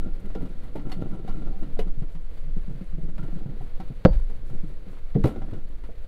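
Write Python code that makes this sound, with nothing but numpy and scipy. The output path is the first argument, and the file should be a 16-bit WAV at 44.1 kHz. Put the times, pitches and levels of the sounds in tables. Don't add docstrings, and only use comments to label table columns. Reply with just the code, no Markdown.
import sys
import numpy as np
from scipy import signal
from scipy.fft import rfft, irfft, next_fast_len
from scipy.io import wavfile
from scipy.ndimage import uniform_filter1d

SR = 44100
rng = np.random.default_rng(int(sys.argv[2]) if len(sys.argv) > 2 else 0)


def undo_db(level):
    steps = np.asarray(level, float) / 20
    return 10 ** steps


def file_out(sig):
    cols = np.atleast_2d(sig).T
    lim = np.clip(cols, -1, 1)
    pcm = np.round(lim * 32767).astype(np.int16)
    wavfile.write(sys.argv[1], SR, pcm)


N = 267755


def evened(x):
    return x / np.sqrt(np.mean(x ** 2) + 1e-20)


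def read(points, hz):
    f, value = np.transpose(points)
    return np.interp(np.log(hz + 1), np.log(f + 1), value)


def curve(rows):
    s, value = np.transpose(rows)
    return np.interp(np.arange(N) / SR, s, value)


def add(mix, s, sound):
    part = mix[round(s * SR):][:len(sound)]
    part += sound[:len(part)]


def coloured(x, points):
    size = next_fast_len(len(x))
    gain = undo_db(read(points, np.fft.rfftfreq(size, 1 / SR)))
    return evened(irfft(rfft(x, size) * gain, size)[:len(x)])


def band(x, lo_hz, hi_hz):
    return signal.sosfilt(signal.butter(2, [lo_hz, hi_hz], "bandpass", fs=SR, output="sos"), x)


def lumps(width_s):
    size = round(width_s * SR)
    return evened(uniform_filter1d(uniform_filter1d(rng.standard_normal(N), size), size))


def struck(hz, db, t60, rise):
    t = np.arange(SR // 2) / SR
    return undo_db(db - 60 * t / t60) * (1 - np.exp(-t / rise)) * np.sin(2 * np.pi * hz * t)


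# f/Hz, width/Hz, level/dB
SHELL = [(180, 33, -14), (307, 81, -7), (480, 55, -13.5), (770, 22, -5), (976, 12, -4), (1365, 73, -10),
         (2020, 250, -6.5), (2890, 84, -6.5), (3870, 270, -15.5)]


def shell(x):
    out = x.copy()
    for hz, width_hz, db in SHELL:
        out += undo_db(db + 8) * signal.lfilter(*signal.iirpeak(hz, hz / width_hz, SR), x)
    return out


# t/s, level/dB
PRESSURE = [(0.0, -37.5), (0.14, -49), (0.36, -45.5), (0.69, -49), (0.9, -44), (1.5, -47.5), (1.85, -51),
            (1.99, -54.5), (2.38, -57.5), (2.94, -59), (3.22, -49), (3.62, -54.5), (4.03, -56), (4.95, -52),
            (5.2, -78), (5.32, -42), (5.58, -51), (6.07, -65.5)]
# f/Hz, level/dB
RUB_COLOUR = [(29, -30), (60, -1), (182, 1.5), (467, -12), (567, -16), (742, -19.5), (1180, -37.5),
              (1370, -23.5), (1700, -47.5), (3820, -44.5), (5000, -83), (6500, -60), (11000, -120)]


def rub():
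    grabs, t = np.zeros(N), np.arange(SR // 5) / SR
    for s, db, _ in TAPS:
        add(grabs, s, undo_db(0.24 * (db + 36)) * np.exp(-t / 0.045))
    for s, db, _ in FLOOR_THUMPS + SIDE_THUMPS:
        add(grabs, s, 0.83 * undo_db(0.56 * (db + 27)) * np.exp(-t / 0.05))
    for s, db, _ in SNAPS:
        add(grabs, s, 0.5 * undo_db(0.4 * (db + 32)) * np.exp(-t / 0.022))
    sizes = undo_db(3.7 * np.minimum(rng.exponential(1, N), 3.6))
    happens = rng.random(N) < 1500 / SR
    slips = sizes * happens * rng.choice([-1., 1.], N)
    slips = evened(slips * undo_db(1.97 * lumps(0.02) + 6.8 * np.minimum(grabs, 1.9)))
    return undo_db(curve(PRESSURE) + 5.5) * coloured(shell(slips), RUB_COLOUR)


# t/s, hiss gained level/dB
STROKES = [(0.18, 0), (0.5, 5), (1.14, 8), (2.37, 9), (2.6, 5), (2.7, 4), (2.85, 7), (3.22, 9), (3.63, 6.5),
           (4.21, 2), (4.33, 7), (5.9, 4)]
# f/Hz, level/dB
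HISS_COLOUR = [(1200, -26), (2200, 0), (4200, -13.5), (5200, -13), (7500, -12.5), (10500, -10),
               (13500, -35), (15700, -23)]
HISS_DB, HISS_FOLLOWS = -80, 0.092
USUAL_PRESSURE_DB, STROKE_S = -52, 0.04


def hiss():
    hiss_db = HISS_DB + HISS_FOLLOWS * (curve(PRESSURE) - USUAL_PRESSURE_DB)
    t = np.arange(N) / SR
    for s, db in STROKES:
        hiss_db += db * np.exp(-((t - s) / STROKE_S) ** 2)
    fibres = rng.standard_normal(N) * undo_db(3.2 * lumps(0.0061) + 1.8 * lumps(0.00068))
    return undo_db(hiss_db + 2.5) * coloured(fibres, HISS_COLOUR)


# t/s, peak level/dB, f/Hz
SNAPS = [(0.055, -34, 310), (0.244, -37, 304), (0.299, -41, 237), (0.351, -27, 420), (0.406, -32, 237),
         (0.429, -30, 272), (0.492, -39, 258), (0.633, -35, 250), (0.687, -38, 320), (0.759, -28, 374),
         (0.794, -32, 288), (0.853, -29, 293), (0.894, -34, 272), (0.934, -33, 242), (0.974, -35, 256),
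         (1.017, -32, 318), (1.058, -34, 269), (1.111, -32, 277), (1.149, -32, 299), (1.191, -36, 237),
         (1.244, -39, 283), (1.316, -33, 323), (1.384, -35, 328), (1.417, -33, 328), (1.473, -32, 248),
         (1.509, -42, 277), (1.591, -37, 264), (1.621, -32, 283), (1.771, -28, 237), (1.792, -22, 455),
         (1.811, -32, 452), (1.871, -34, 404), (1.974, -40, 237), (2.023, -38, 237), (2.141, -40, 293),
         (2.573, -37, 237), (2.694, -38, 248), (2.81, -40, 237), (2.974, -34, 320), (3.179, -36, 248),
         (3.226, -34, 299), (3.323, -36, 253), (3.367, -33, 299), (3.454, -37, 237), (3.612, -38, 385),
         (3.796, -36, 237), (3.902, -37, 237), (4.105, -29, 237), (4.641, -41, 237), (5.309, -33, 509),
         (5.359, -28, 256), (5.418, -32, 256), (5.449, -37, 253), (5.486, -36, 253), (5.531, -30, 272),
         (5.836, -40, 261), (5.888, -38, 237)]
# t/s, peak level/dB, f/Hz
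PICKS = [(0.302, -43, 643), (0.35, -38, 550), (0.634, -46, 595), (0.756, -31.5, 552), (0.895, -42, 821),
         (0.921, -37, 770), (1.018, -40, 552), (1.06, -44, 606), (1.111, -44, 587), (1.279, -37, 767),
         (1.473, -41, 705), (1.591, -45, 568), (1.624, -42, 608), (1.771, -37.5, 678), (1.792, -32, 552),
         (1.88, -45, 598), (2.136, -47, 552), (2.567, -46, 552), (2.81, -43, 554), (3.09, -44, 608),
         (3.181, -41, 603), (3.251, -43, 654), (3.323, -50, 678), (3.365, -43, 550), (3.611, -45, 770),
         (3.801, -32, 770), (4.129, -39, 861), (4.198, -46, 552), (4.297, -50, 555), (4.344, -49, 611),
         (4.497, -46, 552), (5.36, -39, 643), (5.418, -40, 627), (5.447, -46, 552), (5.487, -47, 579),
         (5.533, -38, 649), (5.895, -43, 606)]
SNAP_T60_S, SNAP_RISE_S, PICK_T60_S, PICK_RISE_S = 0.034, 0.0011, 0.03, 0.00047


def snaps():
    out = np.zeros(N)
    for s, db, hz in SNAPS:
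        add(out, s - .001, struck(hz, db - 3.5, SNAP_T60_S, SNAP_RISE_S)[:SR // 8])
    for s, db, hz in PICKS:
        pick = struck(hz, db + 0.6, PICK_T60_S, PICK_RISE_S)
        pick += struck(1387, db - 12, 0.03, PICK_RISE_S)
        add(out, s - .0005, pick[:SR // 8])
    return out


TICK_TRIM_DB = (0, 1.5, -1)
GRIT_DB = -4


def scuff(db, body_db, treble_db, rise, t60):
    t = np.arange(round(.25 * SR)) / SR
    fade = undo_db(-60 * t / t60) + 0.28 * undo_db(-60 * t / 0.0026)
    burst = rng.standard_normal(len(t)) * fade * (1 - np.exp(-t / rise))
    middle, body, treble = undo_db(np.add((db, db + body_db, treble_db), TICK_TRIM_DB))
    out = middle * band(burst, 835, 3760)
    out += body * band(burst, 480, 1417)
    out += undo_db(GRIT_DB) * body * band(burst, 250, 600)
    return out + treble * band(burst, 2500, 11600)


# t/s, peak level/dB, sharpness (treble against peak) level/dB, t60/s
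TICKS = [(0.199, -58, 0.5, 0.07), (0.2563, -48, -7.5, 0.044), (0.3015, -52.5, -18, 0.14),
         (0.3503, -38, -18, 0.063), (0.42, -50, -8, 0.14), (0.4562, -49, -14, 0.1), (0.634, -53, -8, 0.28),
         (0.7565, -43.5, -10.5, 0.12), (0.7939, -53, -27, 0.1), (0.8954, -47.5, -9, 0.17),
         (0.9172, -35, -12, 0.12), (1.0173, -47, -10.5, 0.078), (1.11, -56, -12, 0.35),
         (1.2772, -44.5, -13.5, 0.22), (1.4725, -56, -21, 0.12), (1.6286, -49, -13, 0.13),
         (1.7912, -29.5, -14.5, 0.083), (2.149, -51.5, -13, 0.14), (2.5678, -64, -7, 0.17),
         (3.18, -43, -15, 0.075), (3.23, -50, -12, 0.097), (3.6106, -55.5, -9, 0.16),
         (3.8006, -42.5, -16.5, 0.1), (4.13, -45, -14.5, 0.13), (4.196, -51.5, -7, 0.082),
         (4.2992, -51, -7, 0.058), (4.4998, -47.5, -8.5, 0.045), (5.4174, -53, -26, 0.13),
         (5.5342, -47, -13, 0.12), (5.8364, -52, -13, 0.17)]
# t/s, peak level/dB
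FAINT_TICKS = [(0.8694, -56), (1.0625, -56), (1.4183, -52), (1.8802, -55), (2.0214, -50), (3.2803, -56),
               (3.3234, -71), (3.3655, -66), (4.929, -58), (4.965, -56), (5.4864, -57), (5.509, -50)]
FAINT_SHARP_DB, FAINT_T60_S, TICK_RISE_S = -12.5, 0.083, 0.0012
BODY_DB, BODY_PER_DULL_DB, BODY_PER_SOFT_DB = 14, 0.27, 0.47


def ticks():
    out = np.zeros(N)
    faint = [(s, db, FAINT_SHARP_DB, FAINT_T60_S) for s, db in FAINT_TICKS]
    for s, db, sharp_db, t60 in TICKS + faint:
        body_db = BODY_DB - BODY_PER_DULL_DB * (sharp_db + 18.5) - BODY_PER_SOFT_DB * (db + 55)
        add(out, s - .001, scuff(db, body_db, db + sharp_db, TICK_RISE_S, t60))
    return out


# t/s, treble level/dB
SWISHES = [(1.865, -59), (2.105, -57), (4.455, -55), (4.659, -57), (4.9, -55.5)]
SWISH_DB, SWISH_RISE_S, SWISH_T60_S = -63, 0.028, 0.24


def swishes():
    out = np.zeros(N)
    for s, treble_db in SWISHES:
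        add(out, s - .001, scuff(SWISH_DB, 0, treble_db, SWISH_RISE_S, SWISH_T60_S))
    return out


# t/s, level/dB
LEAN = [(0.0, -27), (1.25, -30), (1.76, -29.5), (2.18, -29), (2.28, -28.5), (3.11, -28), (3.58, -28.5),
        (3.79, -31.5), (4.19, -31), (4.58, -30), (4.89, -31), (5.51, -27), (5.75, -24), (6.07, -32.5)]
# f/Hz, level/dB
FLEX_COLOUR = [(1, -20), (3, 0), (17, 0), (21, -4), (26, -14), (33, -18), (42, -18), (60, -29), (80, -39),
               (120, -60), (250, -130)]
FLEX_UNEVEN_DB, FLEX_SURGE_S = 2, 0.24


def flexing():
    level_db = curve(LEAN) + 4 + FLEX_UNEVEN_DB * lumps(FLEX_SURGE_S)
    return undo_db(level_db) * coloured(rng.standard_normal(N), FLEX_COLOUR)


# t/s, peak level/dB, f/Hz
FLOOR_THUMPS = [(0.629, -35.5, 102.5), (0.851, -27.5, 132), (1.128, -50, 128), (1.393, -30, 128),
                (1.671, -33, 136), (1.975, -26, 134.4), (2.022, -14.5, 145), (2.15, -32, 158),
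                (2.44, -36.5, 139), (2.475, -32.5, 144.6), (2.704, -21.5, 132), (2.749, -28.5, 139),
                (3.033, -26, 153), (3.191, -21, 156.4), (3.234, -23.5, 139), (3.327, -26, 170),
                (3.461, -12, 140), (3.49, -19, 133.7), (3.607, -27, 122.2), (3.905, -17, 134),
                (4.373, -44, 123), (4.51, -24, 123), (4.548, -36, 141.4), (4.67, -35, 127.4),
                (5.354, -40, 119), (5.409, -29, 105), (5.524, -22.5, 101), (5.562, -46, 126)]
# t/s, peak level/dB, f/Hz
SIDE_THUMPS = [(0.059, -28.5, 176), (0.243, -28.5, 198.4), (0.409, -19.5, 170.5), (0.429, -33, 264.6),
               (0.758, -28.5, 180), (0.966, -27.5, 178), (1.053, -60, 272), (1.112, -28, 196),
               (1.15, -52, 295), (1.369, -25, 180), (1.557, -40, 195), (1.616, -32, 196), (1.787, -22, 182),
               (1.866, -27.5, 172), (2.568, -17, 167.5), (2.68, -24, 179), (2.812, -20.5, 181),
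               (2.93, -30.5, 161), (2.981, -18.5, 158), (3.08, -28.5, 169), (3.357, -24, 175),
               (3.798, -23.5, 182), (4.634, -23, 168), (4.868, -37.5, 182)]
THUMP_T60_S, THUMP_LONGER_PER_DB = 0.12, 0.0757


def thumps():
    out = np.zeros(N)
    for s, db, hz in FLOOR_THUMPS + SIDE_THUMPS:
        t60 = THUMP_T60_S * np.exp(-THUMP_LONGER_PER_DB * (db + 28))
        upper_hz = rng.uniform(1.7, 2.05) * hz
        add(out, s - .003, -struck(hz, db + 1.5, t60, 0.0058) - struck(upper_hz, db - 10.5, 1.29 * t60, 0.02))
        add(out, s, -struck(256, db - 8, 0.0061, 0.00062))
    return out


# t/s, peak level/dB, f/Hz
TAPS = [(0.325, -51, 347), (0.352, -24.5, 450), (0.419, -35, 452), (0.755, -21.5, 368), (0.853, -37, 340),
        (1.017, -34.5, 338), (1.059, -49, 340), (1.11, -43.5, 365), (1.282, -33, 737), (1.343, -39, 440),
        (1.418, -36, 426), (1.473, -33, 336), (1.62, -28, 321), (1.792, -18, 443), (2.57, -39, 386),
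        (2.696, -38, 444), (2.982, -33.5, 365), (3.048, -38, 374), (3.23, -52, 386), (3.279, -39.5, 396),
        (3.368, -50, 382), (3.611, -35, 393), (3.801, -32, 753), (4.298, -38, 453), (4.532, -34, 350),
        (5.282, -26.5, 481), (5.361, -34.5, 350), (5.535, -30, 366), (5.838, -37.5, 314),
        (5.89, -33.5, 461)]
TAP_T60_S = 0.081


def taps():
    out = np.zeros(N)
    for s, db, hz in TAPS:
        tap = struck(hz, db - 4, TAP_T60_S, 0.00051)
        for ratio in rng.uniform((1.13, 1.35), (1.3, 1.8)):
            tap += struck(ratio * hz, db - 14.5, 1.35 * TAP_T60_S, 0.0032)
        add(out, s - .001, tap)
    return out


# (f/Hz, level/dB, t60/s)
KNOCKS = [
    (4.051, 7, [(119, -6, 0.033), (170.8, -2, 0.042), (315, -6.5, 0.024), (440, -14, 0.035), (538.4, -4, 0.016), (770, -24, 0.04), (877, -44, 0.2), (1256, -26, 0.027), (2110, -38, 0.027), (3700, -58, 0.04)]),
    (5.152, -3.5, [(140, -9, 0.12), (164.4, 3, 0.045), (196, -9, 0.2), (250, -17, 0.2), (289, -19, 0.2), (380, -15, 0.11), (452, -20, 0.22), (523, -25.5, 0.13), (727, -20.5, 0.055)]),
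    (5.241, -12.5, [(77.6, 2, 0.06), (124, 4.5, 0.086), (299, -9, 0.16), (480, -10, 0.084), (850, -2, 0.011), (1350, -13, 0.026), (1985, -17, 0.02)]),
    (4.057, -1, [(525, 1, .036), (390, -4, .03), (310, -6, .035)]),
    (5.1585, -8, [(158, 0, .05), (440, -12, .05)]),
]
# t/s, f/Hz, level/dB, t60/s
PING = (4.052, 4571, -51.5, .36)


def knocks():
    out = np.zeros(N)
    for (s, level_db, modes), rise in zip(KNOCKS, (.0003, .012, .002, .0005, .002)):
        for hz, db, t60 in modes:
            add(out, s, -struck(hz, level_db + db, t60, rise))
    add(out, PING[0], struck(*PING[1:], 0.005))
    return out


# t/s, peak level/dB, body against peak level/dB, treble against peak level/dB, t60/s
CRACKS = [
    (4.0516, -22.5, 9, -27.5, 0.044),
    (5.1452, -52, 18, -17, 0.11),
    (5.238, -29.5, 9.5, -14.5, 0.07),
    (5.255, -30.5, 9.5, -10.5, 0.058),
    (5.2691, -37, 6.5, -10, 0.19),
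    (5.3608, -47.5, 17, -23, 0.037),
]
CRACK_RISE_S = 0.0017


def cracks():
    out = np.zeros(N)
    for s, db, body_db, sharp_db, t60 in CRACKS:
        add(out, s - .001, scuff(db, body_db, db + sharp_db, CRACK_RISE_S, t60))
    return out


# t/s, peak level/dB, f/Hz (negative = outward first), rise/s, t60/s
WOBBLE = [
    (4.072, -11, -12, .002, .2),
    (4.106, -8, 36, .002, .2),
    (4.138, -9, 21.5, .02, .7),
    (4.156, -11, 43, .006, .25),
]


def wobble():
    out = np.zeros(N)
    for s, db, hz, rise, t60 in WOBBLE:
        add(out, s, -struck(hz, db, t60, rise))
    return out


# t/s, f/Hz, level/dB, t60/s
RINGS = [(.757, 880, -40, 0.11), (.757, 560, -41, .15), (4.072, 545, -17, .08), (4.074, 870, -33, 0.073),
         (4.097, 620, -34, 0.054), (4.125, 560, -38, .15), (4.15, 290, -31, .035), (3.605, 770, -45, 0.11),
         (.912, 760, -39, 0.12), (1.815, 480, -32, .1), (5.285, 1330, -46, .12), (5.345, 1450, -50, .12),
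         (6, 1500, -52, .08), (5.535, 1450, -50, .1), (.92, 5300, -56, .07), (1.283, 5200, -62, .08),
         (1.283, 1000, -49.5, .15), (5.252, 780, -31, .06), (5.254, 262, -19, 0.055),
         (5.27, 210, -22, 0.063), (.925, 3500, -56, .1), (0.37, 1400, -52, 0.15), (.918, 4380, -43, 0.089),
         (1.112, 1384, -58, 0.25), (1.283, 1368, -50, 0.5), (.02, 1390, -54, .4), (5.254, 290, -20, .08),
         (5.272, 200, -19, .06), (1.283, 4500, -57, 0.13), (1.283, 6000, -64, 0.08), (1.51, 770, -49, 0.25),
         (1.795, 480, -40, 0.34), (5.29, 200, -15.5, 0.036), (3.182, 1390, -49.5, 0.24),
         (5.28, 1600, -55, 0.23)]
RING_FLUTTER, RING_FLUTTER_S = 0.8, 0.006


def rings():
    out = np.zeros(N)
    flutter = 1 + RING_FLUTTER * lumps(RING_FLUTTER_S)
    for s, hz, db, t60 in RINGS:
        buzz = np.roll(flutter, -round(s * SR))[:SR // 2]
        add(out, s, struck(hz, db, t60, 0.0048) * buzz)
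    return out


RATTLE_DB = (-42, -28, -8, -40, -30)
RATTLE_T60_S = (0.19, 0.19, 0.21, .1, .1)
RATTLE_PER_S = 1200


def rattle():
    out, t = np.zeros(N), np.arange(round(.3 * SR)) / SR
    for (s, level_db, _), db, t60 in zip(KNOCKS, RATTLE_DB, RATTLE_T60_S):
        grains = rng.standard_normal(len(t)) * (rng.random(len(t)) < RATTLE_PER_S / SR)
        chatter = evened(band(band(grains, 150, 554), 120, 710))
        add(out, s, undo_db(level_db + db - 60 * t / t60) * (1 - np.exp(-t / 0.004)) * chatter)
    return out


# f/Hz, t60/s
ECHO = [(100, 0.29), (500, 0.12), (2000, 0.14), (8000, 0.11)]


def echo(x):
    reflections = np.zeros(SR // 2)
    at = np.arange(100, len(reflections) - 20, 20)
    reflections[at + rng.integers(0, 20, len(at))] = rng.choice([-1., 1.], len(at))
    hz, t, z = signal.stft(reflections, SR, nperseg=256)
    tail = signal.istft(z * undo_db(-60 * t / read(ECHO, hz)[:, None]), SR, nperseg=256)[1]
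    return signal.oaconvolve(x, tail / np.linalg.norm(tail))[:N]


# f/Hz, level/dB
ROOM_COLOUR = [(35, -27), (60, -3), (91, -9), (171, -16), (231, -29.5), (395, -24), (480, -17.5),
               (780, -32), (2060, -34), (2670, -38.5), (4600, -41.5), (5100, -51.5), (11000, -54),
               (15700, -55)]
ROOM_DB = -53


def room():
    air = rng.standard_normal(N) * undo_db(1.1 * lumps(0.099) + 1.2 * lumps(0.012))
    return undo_db(ROOM_DB + 3.5) * coloured(air, ROOM_COLOUR)


def scene():
    cloth = rub() + hiss()
    walls = flexing() + thumps() + taps() + wobble()
    hits = shell(ticks() + swishes() + cracks()) + snaps() + knocks() + rings() + rattle()
    return (cloth + walls + hits + undo_db(-18) * echo(hits) + room())[None]


def roll_off(x):
    return signal.sosfilt(signal.butter(12, 15720, fs=SR, output="sos"), x)


def record(dry):
    ceiling, knee, cut_hz = 0.72, 8, 15720
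    bent = dry / (1 + abs(dry / ceiling) ** knee) ** (1 / knee)
    mix = irfft(rfft(bent) * (np.fft.rfftfreq(N, 1 / SR) < cut_hz), N)
    return roll_off(mix)


dry = scene()
out = record(dry)
file_out(out)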